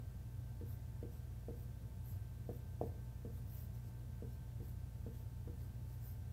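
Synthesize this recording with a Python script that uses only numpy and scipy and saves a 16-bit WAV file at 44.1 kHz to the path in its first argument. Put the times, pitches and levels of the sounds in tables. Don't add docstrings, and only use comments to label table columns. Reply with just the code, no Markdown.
import sys
import numpy as np
from scipy import signal
from scipy.fft import rfft, irfft
from scipy.io import wavfile
from scipy.ndimage import uniform_filter1d

SR = 44100
rng = np.random.default_rng(int(sys.argv[2]) if len(sys.argv) > 2 else 0)


def put_to_file(sound):
    columns = np.atleast_2d(sound).T
    safe = np.clip(columns, -1, 1)
    whole_steps = np.round(safe * 32767)
    wavfile.write(sys.argv[1], SR, whole_steps.astype(np.int16))


N = 279020

# middle_of_push_s, level_db (rms of the knock's first 40 ms)
TIP_TOUCHES = [(0.6126, -54), (1.029, -50.5), (1.4847, -49), (2.492, -47.5), (2.8137, -41), (3.2503, -51.5),
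               (4.2238, -52), (4.604, -55), (5.065, -52), (5.476, -54)]
# pitch_hz, level_db (relative, before the chance of each spot),
# fade_s (time to fall 60 dB)
PANEL_TONES = [(206.7, -8.5, .14), (230, -9.5, 0.31), (304, -12, 0.24), (356, -9.5, 0.19),
               (421, -11.5, 0.1), (463.4, -3.5, 0.11), (473.7, -5.5, 0.17), (600, -13, 0.065),
               (616, -5, 0.071), (658, -9, 0.09), (692, -2.5, 0.042), (820, -24, 0.07), (1150, -21, 0.031),
               (1410, 1, 0.042)]
# start_s (after easing in), length_s (without the easing),
# level_db (of the hiss, before MID_STROKE_DB and the hand's speed), hiss_centre_hz
FELT_STROKES = [(0.652, 0.12, -67.5, 13900), (1.096, 0.1, -73, 13100), (1.551, 0.11, -71, 13200),
                (2.035, 0.13, -64.5, 13300), (2.486, 0.12, -73, 13510), (2.808, 0.03, -76, 13700),
                (2.846, 0.036, -75, 13600), (3.322, 0.1, -71, 13500), (3.453, 0.23, -62, 14200),
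                (3.737, 0.048, -73, 13800), (3.827, 0.081, -78, 13600), (4.287, 0.074, -75, 13700),
                (4.617, 0.116, -68.5, 13700), (5.116, 0.116, -73, 13700), (5.57, 0.099, -72.5, 13600),
                (5.858, 0.124, -72, 13800), (6.01, 0.14, -63, 13600)]
# (per Hz, relative)
RUB_COLOUR = [(1000, 1), (3000, -5), (5200, 0), (5800, -1.5), (6600, -4), (8000, 1), (9500, -6.5),
              (12000, -14), (14500, -14), (15500, -14)]
# (per Hz, relative)
DUCT_COLOUR = [(20, -23.5), (48, -14.5), (68, -13), (87, 0.5), (100, -5), (115, -8), (160, -18.5),
               (225, -21), (270, -27), (450, -34.5), (530, -35), (700, -34), (850, -43.5), (1500, -53.5)]
# (per Hz, relative)
HISS_COLOUR = [(100, 6), (1000, 7), (1600, 4.5), (2500, 1.5), (5000, -0.5), (9500, -1), (11500, -0.5),
               (13200, 2.5), (14500, 1), (15600, -1)]
# pitch_hz, level_db (rms)
HUM_TONES = [(59.2, -53.5), (119.9, -53), (177.4, -72.5), (239.5, -84), (474, -81)]
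# pitch_hz, level_db (rms)
WHINE_TONES = [(888.9, -81), (1333.4, -97.5), (1559.5, -83), (1777.8, -91), (2666.7, -96), (3111.1, -99.5),
               (3555.6, -97), (5777.8, -96.5), (8000, -100), (11111.1, -99), (12888.9, -100)]
# pitch_hz, fade_s (time to fall 60 dB)
ROOM_FADES = [(150, 0.95), (600, 0.35), (3000, 0.63), (14000, 0.11)]
# (relative, before returns_db is added)
EDGE_RETURNS = [(.0092, -21), (0.012, -15.5), (0.023, -6), (.028, -15)]

TOP_HZ = 15740
USUAL_TOUCH_DB, CONTACT_MS, SHORTER_MS_PER_DB = -49, 2.25, 0.11
SWING_DB, SWING_GROWTH = 3, 0.7
TICK_FALL = 0.69
EASE_IN_S, EASE_OUT_S, SPEED_SHAPE, MID_STROKE_DB = 0.024, 0.03, 0.86, -1
USUAL_STROKE_DB, RUB_DB, RUB_GROWTH = -75, -78.5, 0.34


def knocks(swing_hz=640, swing_fade_s=0.019, spot_db=2.5, radiates_above_hz=280,
           returns_below_hz=350, returns_db=7, tick_db=-15, tick_fade_s=0.085, tick_below_hz=1100):
    t = np.arange(SR // 2) / SR
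    out = np.zeros(N)
    swing = gain_of(-60 * t / swing_fade_s) * np.sin(2 * np.pi * swing_hz * t)
    for middle_s, level_db in TIP_TOUCHES:
        harder_db = level_db - USUAL_TOUCH_DB
        contact_ms = max(CONTACT_MS - SHORTER_MS_PER_DB * harder_db, 0.5)
        swing_db = SWING_DB + SWING_GROWTH * harder_db

        ring = np.zeros(len(t))
        for pitch_hz, tone_db, fade_s in PANEL_TONES:
            here_db = tone_db + spot_db * rng.standard_normal()
            ring += gain_of(here_db - 60 * t / fade_s) * np.cos(2 * np.pi * pitch_hz * t)

        front = filtered(ring * np.exp(-(t / 0.0061) ** 2), returns_below_hz, "lowpass")
        for delay_s, return_db in EDGE_RETURNS:
            varied_s = delay_s * (1 + 0.032 * rng.standard_normal())
            add(ring, varied_s, gain_of(returns_db + return_db) * front)

        force = np.sin(np.pi * np.minimum(t * 1000 / contact_ms, 1)) ** 2
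        motion = signal.fftconvolve(ring + gain_of(swing_db) * swing, force)[:len(t)]
        knock = filtered(motion, radiates_above_hz, "highpass", order=1)
        knock = knock / np.std(knock[t < 0.04])

        crush = evened(filtered(rng.standard_normal(len(t)), tick_below_hz, "lowpass"))
        tick_gain = gain_of(tick_db - TICK_FALL * harder_db - 60 * t / tick_fade_s)
        tick = crush * tick_gain * np.cumsum(force) / force.sum()
        push_start_s = middle_s - contact_ms / 2000
        add(out, push_start_s, gain_of(level_db) * (knock + tick))
    return out


def strokes(slips_per_s=9000, slip_spread_db=0.2, width_hz=3100, patchy_db=4.0):
    slips = rng.standard_normal(N) * (rng.random(N) < slips_per_s / SR)
    slips *= gain_of(slip_spread_db * np.minimum(rng.exponential(1, N), 4))

    spectrum = signal.stft(slips, nperseg=256)[2]
    patches = uniform_filter1d(rng.standard_normal(spectrum.shape), size=4, axis=0)
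    patches = evened(uniform_filter1d(patches, size=12, axis=1))
    slips = signal.istft(spectrum * gain_of(patchy_db * patches), nperseg=256)[1]

    out = np.zeros(N)
    for start_s, length_s, level_db, centre_hz in FELT_STROKES:
        whole_s = EASE_IN_S + length_s + EASE_OUT_S
        fibres = slips[round(start_s * SR):][:round(whole_s * SR)]
        speed = np.hanning(len(fibres)) ** SPEED_SHAPE
        hiss = gain_of(level_db + MID_STROKE_DB) * resonance(fibres, centre_hz, width_hz)
        rub_db = RUB_DB + RUB_GROWTH * (level_db - USUAL_STROKE_DB)
        rub = gain_of(rub_db) * coloured(fibres, RUB_COLOUR)
        add(out, start_s - EASE_IN_S, speed * (hiss + rub))
    return out


def room(x, first_s=0.0071):
    taps = rng.standard_normal(SR) * (np.arange(SR) > first_s * SR)
    hz, t, spectrum = signal.stft(taps, SR, nperseg=256)
    fade = gain_of(-60 * t / read(ROOM_FADES, hz)[:, None])
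    tail = signal.istft(spectrum * fade, SR, nperseg=256)[1]
    return signal.fftconvolve(x, tail / np.linalg.norm(tail))[:N]


def background(ducts_db=-50.5, hiss_db=-70.5, ducts_top_hz=1600):
    rumble = filtered(coloured(rng.standard_normal(N), DUCT_COLOUR), ducts_top_hz, "lowpass")
    hiss = coloured(rng.standard_normal(N), HISS_COLOUR)
    hum = tones(HUM_TONES, waver=0.058, waver_hz=3.7)
    whine = tones(WHINE_TONES, waver=0.2, waver_hz=5.7)
    return gain_of(ducts_db) * rumble + gain_of(hiss_db) * hiss + hum + whine


def tones(table, waver, waver_hz):
    t = np.arange(N) / SR
    out = np.zeros(N)
    for pitch_hz, level_db in table:
        level = gain_of(level_db) * np.sqrt(2) * (1 + waver * drift(waver_hz))
        phase = 2 * np.pi * (pitch_hz * t + rng.random()) + waver * drift(waver_hz)
        out += level * np.sin(phase)
    return out


def drift(rate_hz):
    hz = np.fft.rfftfreq(N, 1 / SR)
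    return evened(irfft(rfft(rng.standard_normal(N)) * np.exp(-(hz / rate_hz) ** 2), N))


def resonance(x, centre_hz, width_hz):
    hz = np.fft.rfftfreq(len(x), 1 / SR)
    return evened(irfft(rfft(x) / (1 + (2 * (hz - centre_hz) / width_hz) ** 2), len(x)))


def coloured(x, points):
    shape = gain_of(read(points, np.fft.rfftfreq(len(x), 1 / SR)))
    return evened(irfft(rfft(x) * shape, len(x)))


def filtered(x, hz, kind, order=2):
    return signal.sosfilt(signal.butter(order, hz, kind, fs=SR, output="sos"), x)


def read(points, hz):
    table_hz, value = np.transpose(points)
    return np.interp(np.log(hz + 1), np.log(table_hz + 1), value)


def gain_of(db):
    return 10 ** (np.asarray(db) / 20)


def evened(x):
    return x / np.sqrt(np.mean(x ** 2) + 1e-20)


def add(mix, start_s, sound):
    part = mix[max(round(start_s * SR), 0):][:len(sound)]
    part += sound[:len(part)]


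def scene(knock_room_db=-12.5, stroke_room_db=-10):
    knock = knocks()
    stroke = strokes()
    echo = room(gain_of(knock_room_db) * knock + gain_of(stroke_room_db) * stroke)
    return (knock + stroke + echo + background())[None]


def record(dry):
    lowpass = signal.firwin(1023, TOP_HZ, window=("kaiser", 9), fs=SR)
    return signal.oaconvolve(dry, lowpass[None], "same")


dry = scene()
out = record(dry)
put_to_file(out)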